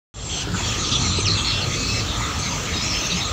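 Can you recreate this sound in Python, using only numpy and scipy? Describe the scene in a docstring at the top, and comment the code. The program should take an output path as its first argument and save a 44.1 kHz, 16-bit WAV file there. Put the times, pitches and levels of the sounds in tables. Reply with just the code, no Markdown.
"""Inside a car that creeps through floodwater, window open, heard on a phone in the hand. The body rumbles and
knocks, and the cabin booms softly as the wheels meet bumps under water. Water rushes along the sills: grainy
noise with a hollow ring. A faint high hiss flickers in the treble. A chorus of small bird calls twitters and
screeches above it all. Each call is a gliding, throbbing tone mixed with a noisy rasp; the near ones echo off
the water and verges."""
import sys
import numpy as np
from scipy import signal
from scipy.fft import rfft, irfft
from scipy.io import wavfile
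from scipy.ndimage import uniform_filter1d

SR = 44100
rng = np.random.default_rng(int(sys.argv[2]) if len(sys.argv) > 2 else 0)


def transcribe(signal):
    """Save signal, clipped to [-1, 1], as a 16-bit WAV file at the path in sys.argv[1]."""
    frames = np.atleast_2d(signal).T
    limited = np.clip(frames, -1, 1)
    pcm = np.round(limited * 32767).astype(np.int16)
    wavfile.write(sys.argv[1], SR, pcm)


N = 146412


def undb(db):
    return 10 ** (np.asarray(db) / 20)


def unit(x):
    return x / np.sqrt(np.mean(np.abs(x) ** 2))


def fader(table):
    """Gain that rides a table of (time [s], level [dB])."""
    times, levels = np.array(table).T
    return undb(np.interp(np.arange(N) / SR, times, levels))


def drift(rate_hz):
    """Smooth random modulation with an RMS of 1."""
    hold = int(SR / rate_hz)
    steps = np.repeat(rng.standard_normal(N // hold + 1), hold)
    return unit(uniform_filter1d(uniform_filter1d(steps, hold), hold)[:N])


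def noise_bed(spectrum, flicker_db, flicker_hz, grain_db):
    """Third-octave bands of grainy noise that follow a spectrum, each flickering on its own."""
    hz, db = np.array(spectrum, float).T
    f = np.fft.rfftfreq(N, 1 / SR) + 1
    colour = undb(np.interp(np.log(f), np.log(hz), db, left=-90, right=-90))
    out = np.zeros(N)
    for octave in np.arange(np.log2(hz[0]), np.log2(hz[-1]) + 1 / 3, 1 / 3):
        band = np.cos(np.pi / 2 * np.clip(3 * (np.log2(f) - octave), -1, 1))
        grain = rng.standard_normal(N) * undb(grain_db * drift(300))
        out += undb(flicker_db * drift(flicker_hz)) * irfft(rfft(grain) * colour * band, N)
    return unit(out)


def resonant_noise(hz, width_hz):
    """Noise focused around one resonant peak."""
    f = np.fft.rfftfreq(N, 1 / SR)
    return unit(irfft(rfft(rng.standard_normal(N)) / (1 + (2 * (f - hz) / width_hz) ** 2), N))


# Tone of the high hiss (frequency [Hz], relative level [dB])
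HIGH_HISS_SPECTRUM = [(10000, -4.5), (12100, -4), (14400, 4.5), (16000, -1)]
# Fader ride of the high hiss (time [s], level [dB])
HIGH_HISS_RIDE = [(.2, -85), (.42, -62), (.76, -55), (.84, -71), (1.32, -77), (1.4, -60), (2.0, -55.5),
                  (3.04, -54), (3.065, -44), (3.08, -54), (3.32, -58)]

def high_hiss():
    """A faint, flickering hiss at 10-16 kHz."""
    hiss = noise_bed(HIGH_HISS_SPECTRUM, flicker_db=1.5, flicker_hz=13, grain_db=1.5)
    return hiss * fader(HIGH_HISS_RIDE)


# Bass-heavy tone of the car body (frequency [Hz], relative level [dB])
RUMBLE_SPECTRUM = [(22, -38), (33, -20), (45, -4), (95, -1), (150, -7), (300, -15.5), (600, -26.5)]
# Fader ride of the rumble (time [s], level [dB])
RUMBLE_RIDE = [(.2, -29), (.47, -29), (.56, -24), (.62, -27), (.8, -25.5), (1.2, -26.5), (2.4, -27.5),
               (3.32, -30)]

def body_rumble():
    """The body of the creeping car lays down a low, wavering bed."""
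    return noise_bed(RUMBLE_SPECTRUM, flicker_db=1.96, flicker_hz=7.67, grain_db=1.0) * fader(RUMBLE_RIDE)


# Dull hits in the car body (time [s], peak level [dB], pitch [Hz])
KNOCK_HITS = [(0.472, -20.5, 407), (1.185, -19.5, 398), (2.755, -22, 297)]

def body_knocks(t60_s=0.078):
    """The body knocks: a damped note with a slap of noise."""
    out = np.zeros(N)
    slap = resonant_noise(hz=280, width_hz=530)
    for start, db, hz in KNOCK_HITS:
        age = np.maximum(np.arange(N) / SR - start, 0)
        note = np.sin(2 * np.pi * hz * age)
        out += undb(db - 60 * age / t60_s) * (note + 0.49 * slap * (age > 0))
    return out


# Soft low swells in the cabin (centre time [s], peak level [dB], pitch [Hz])
BOOM_SWELLS = [(.545, -21.5, 179), (1.1, -19.5, 87.4), (1.261, -23, 103), (1.31, -23.5, 168),
               (1.35, -21.5, 102), (1.555, -21.5, 102), (2.4, -21.5, 95.4), (3.151, -23.5, 176.3)]

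def cabin_booms(swell_s=0.021):
    """The cabin booms as the wheels meet bumps under water: low sines in bell-shaped swells."""
    out = np.zeros(N)
    for centre, db, hz in BOOM_SWELLS:
        t = np.arange(N) / SR - centre
        out += undb(db) * np.exp(-.5 * (t / swell_s) ** 2) * np.sin(2 * np.pi * hz * t)
    return out


# Tone of the broad rush (frequency [Hz], relative level [dB])
RUSH_SPECTRUM = [(150, -3), (400, -5.5), (800, -6), (1800, -9.5), (7300, -15), (8300, -28), (10300, -38),
                 (11300, -71)]
# Fader rides of the rush and its ring (time [s], level [dB])
RUSH_RIDE = [(.2, -35), (.6, -32.5), (2.2, -30), (3.32, -32)]
RING_RIDE = [(.2, -47), (.5, -52), (.68, -36.5), (1.5, -38.5), (3.32, -39.5)]

def floodwater():
    """Water rushes along the sills, with a hollow ring in the mids."""
    rush = noise_bed(RUSH_SPECTRUM, flicker_db=3.0, flicker_hz=12, grain_db=1.5) * fader(RUSH_RIDE)
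    ring = resonant_noise(hz=1245, width_hz=155) * undb(2 * drift(14)) * fader(RING_RIDE)
    return rush + ring


WHISTLE_WIDTH_HZ, SCREECH_WIDTH_HZ = 160, 520

def bird_calls(calls, edge_s=0.005, throb_hz=200.2, throb_depth=0.78):
    """Gliding whistles that throb; the wider a call's rasp, the more noise replaces its clear tone."""
    out = np.zeros(N)
    f = np.fft.fftfreq(2 ** 12, 1 / SR)
    for start, length, first_hz, last_hz, db, width_hz in calls:
        onset = int(start * SR)
        t = np.arange(max(min(int(length * SR), N - onset), 0)) / SR
        envelope = np.clip(np.minimum(t, length - t) / min(edge_s, length / 2), 0, 1)
        noise = rng.standard_normal(len(f)) + 1j * rng.standard_normal(len(f))
        rasp = np.resize(unit(np.fft.ifft(noise / (1 + (2 * f / width_hz) ** 2))), len(t))
        detune = undb(noise[0].real)  # each call throbs at its own rate
        throb = 1 + throb_depth * np.sin(2 * np.pi * throb_hz * detune * t)
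        clarity = (220 / width_hz) ** 2  # tone and rasp weigh the same at a width of 220 Hz
        timbre = (clarity * throb + rasp) / np.hypot(clarity, 1)
        hz = first_hz + (last_hz - first_hz) * t / length
        glide = np.exp(2j * np.pi * np.cumsum(hz) / SR)
        out[onset:onset + len(t)] += np.real(timbre * glide) * envelope * undb(db)
    return out


# Bands where the far flock is strongest (centre [Hz], width [Hz], relative level [dB])
FLOCK_BANDS = [(2372, 1200, -8.5), (2615, 380, -0.5), (3375, 610, 4), (4200, 580, 4.5), (5910, 1500, 5.5),
               (6240, 355, -0.5), (7365, 630, -1)]
# Fader ride of the far flock (time [s], level [dB])
FLOCK_RIDE = [(.2, -39.5), (.33, -33.5), (.43, -30.5), (.49, -65), (.56, -31.5), (.8, -28.5), (1.2, -30.5),
              (1.67, -35.5), (1.76, -32), (2.0, -30), (2.04, -36), (2.35, -34.5), (2.45, -32), (2.62, -37),
              (2.75, -32), (3.32, -31)]

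def far_flock(twitter_count=260, mean_length_s=0.0383):
    """Distant voices merge into a shimmering blur, dotted with short, mostly falling twitters."""
    blur = unit(sum(undb(db + 2.0 * drift(13)) * resonant_noise(hz, width)
                    for hz, width, db in FLOCK_BANDS))
    twitters = []
    for when, band, pitch, stretch, fall in rng.random((twitter_count, 5)):
        centre_hz, width_hz, db = FLOCK_BANDS[int(band * len(FLOCK_BANDS))]
        hz = centre_hz + 2 * width_hz * (pitch - .5)
        fall_hz = 439 * (2 * fall - .5)
        length = mean_length_s * (.5 + stretch)
        twitters.append((when * N / SR, length, hz, hz - fall_hz, db - 6.5, WHISTLE_WIDTH_HZ))
    return (blur + bird_calls(twitters)) * fader(FLOCK_RIDE)


def roadside_echo(sound, t60_s=0.22, send_db=-3):
    """Reflections off the water and verges: a short, diffuse tail."""
    t = np.arange(SR // 2) / SR
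    tail = rng.standard_normal(len(t)) * undb(-60 * t / t60_s)
    return undb(send_db) * signal.fftconvolve(sound, tail / np.sqrt(np.sum(tail ** 2)))[:N]


# Thin gliding whistles (time [s], length [s], start pitch [Hz], end pitch [Hz], level [dB])
WHISTLE_CUES = [(.142, .27, 7350, 7600, -37), (.535, .2, 7250, 6900, -37), (1.01, .075, 6450, 6350, -33),
                (.99, .15, 7050, 7250, -35), (1.2, .042, 6400, 5800, -30), (1.252, .04, 6200, 3800, -23),
                (1.243, .04, 3350, 2250, -25), (1.36, .12, 6550, 6800, -35), (1.35, .3, 2650, 2750, -35),
                (1.47, .07, 5450, 5050, -34), (1.54, .06, 5150, 5350, -35), (1.72, .28, 2500, 2650, -36),
                (2.765, .085, 5000, 5250, -31), (2.725, .07, 3800, 3750, -31), (2.9, .1, 5300, 5280, -31),
                (3.16, .055, 5100, 5320, -31), (3.203, .058, 3780, 3810, -26)]
# Rasping screeches (time [s], length [s], centre pitch [Hz], level [dB])
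SCREECH_CUES = [(0.291, 0.13, 3208, -28.5), (.535, 0.026, 1305, -28.5), (0.63, 0.12, 3280, -28.5),
                (0.841, 0.023, 3420, -22.5), (0.914, 0.056, 3410, -19.5), (0.911, 0.19, 5800, -28),
                (0.995, 0.208, 4097, -27), (1.277, 0.0825, 4180, -21), (1.371, 0.044, 3416, -22.5),
                (1.437, 0.18, 3416, -26.5), (1.444, 0.086, 4190, -24.5), (1.613, 0.037, 4300, -25.5),
                (1.782, 0.14, 4354, -30), (1.875, 0.13, 5360, -29.5), (2.077, 0.089, 3590, -28),
                (2.382, 0.2, 6260, -32), (2.853, 0.091, 5550, -26.5), (2.914, 0.28, 2754, -31.5),
                (2.943, 0.19, 6160, -32), (3.101, 0.03, 3815, -22)]
# One lower voice that calls at a steady beat
BEAT_START_S, BEAT_PERIOD_S, BEAT_LENGTH_S = 1.45, .244, 0.0682
BEAT_GLIDE_HZ, BEAT_DB, BEAT_WIDTH_HZ = (2254, 2108), -35.5, 420

def near_birds(sag_hz=180):
    """Birds up front, with their echo: one steady caller, whistles, and screeches that sag in pitch."""
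    beat = [(BEAT_START_S + k * BEAT_PERIOD_S, BEAT_LENGTH_S, *BEAT_GLIDE_HZ, BEAT_DB, BEAT_WIDTH_HZ)
            for k in range(8)]
    whistles = [(*cue, WHISTLE_WIDTH_HZ) for cue in WHISTLE_CUES]
    screeches = [(start, length, hz + sag_hz / 2, hz - sag_hz / 2, db, SCREECH_WIDTH_HZ)
                 for start, length, hz, db in SCREECH_CUES]
    direct = bird_calls(beat + whistles + screeches)
    return direct + roadside_echo(direct)


def scene():
    """Mono mix of birds over car, water and hiss."""
    birds = near_birds() + far_flock()
    car = body_rumble() + body_knocks() + cabin_booms()
    return (birds + car + floodwater() + high_hiss())[None]


def record(dry):
    """The phone opens after a short silence, fades up and cuts the top."""
    silence_s, fade_s, cutoff_hz = 0.14, 0.075, 15680
    t = np.arange(N) / SR - silence_s
    fade_in = np.where(t > 0, 1 - 0.73 * np.exp(-np.maximum(t, 0) / fade_s), 0)
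    high_cut = signal.ellip(14, .2, 70, cutoff_hz, fs=SR, output="sos")
    return signal.sosfilt(high_cut, dry * fade_in)


dry = scene()
out = record(dry)
transcribe(out)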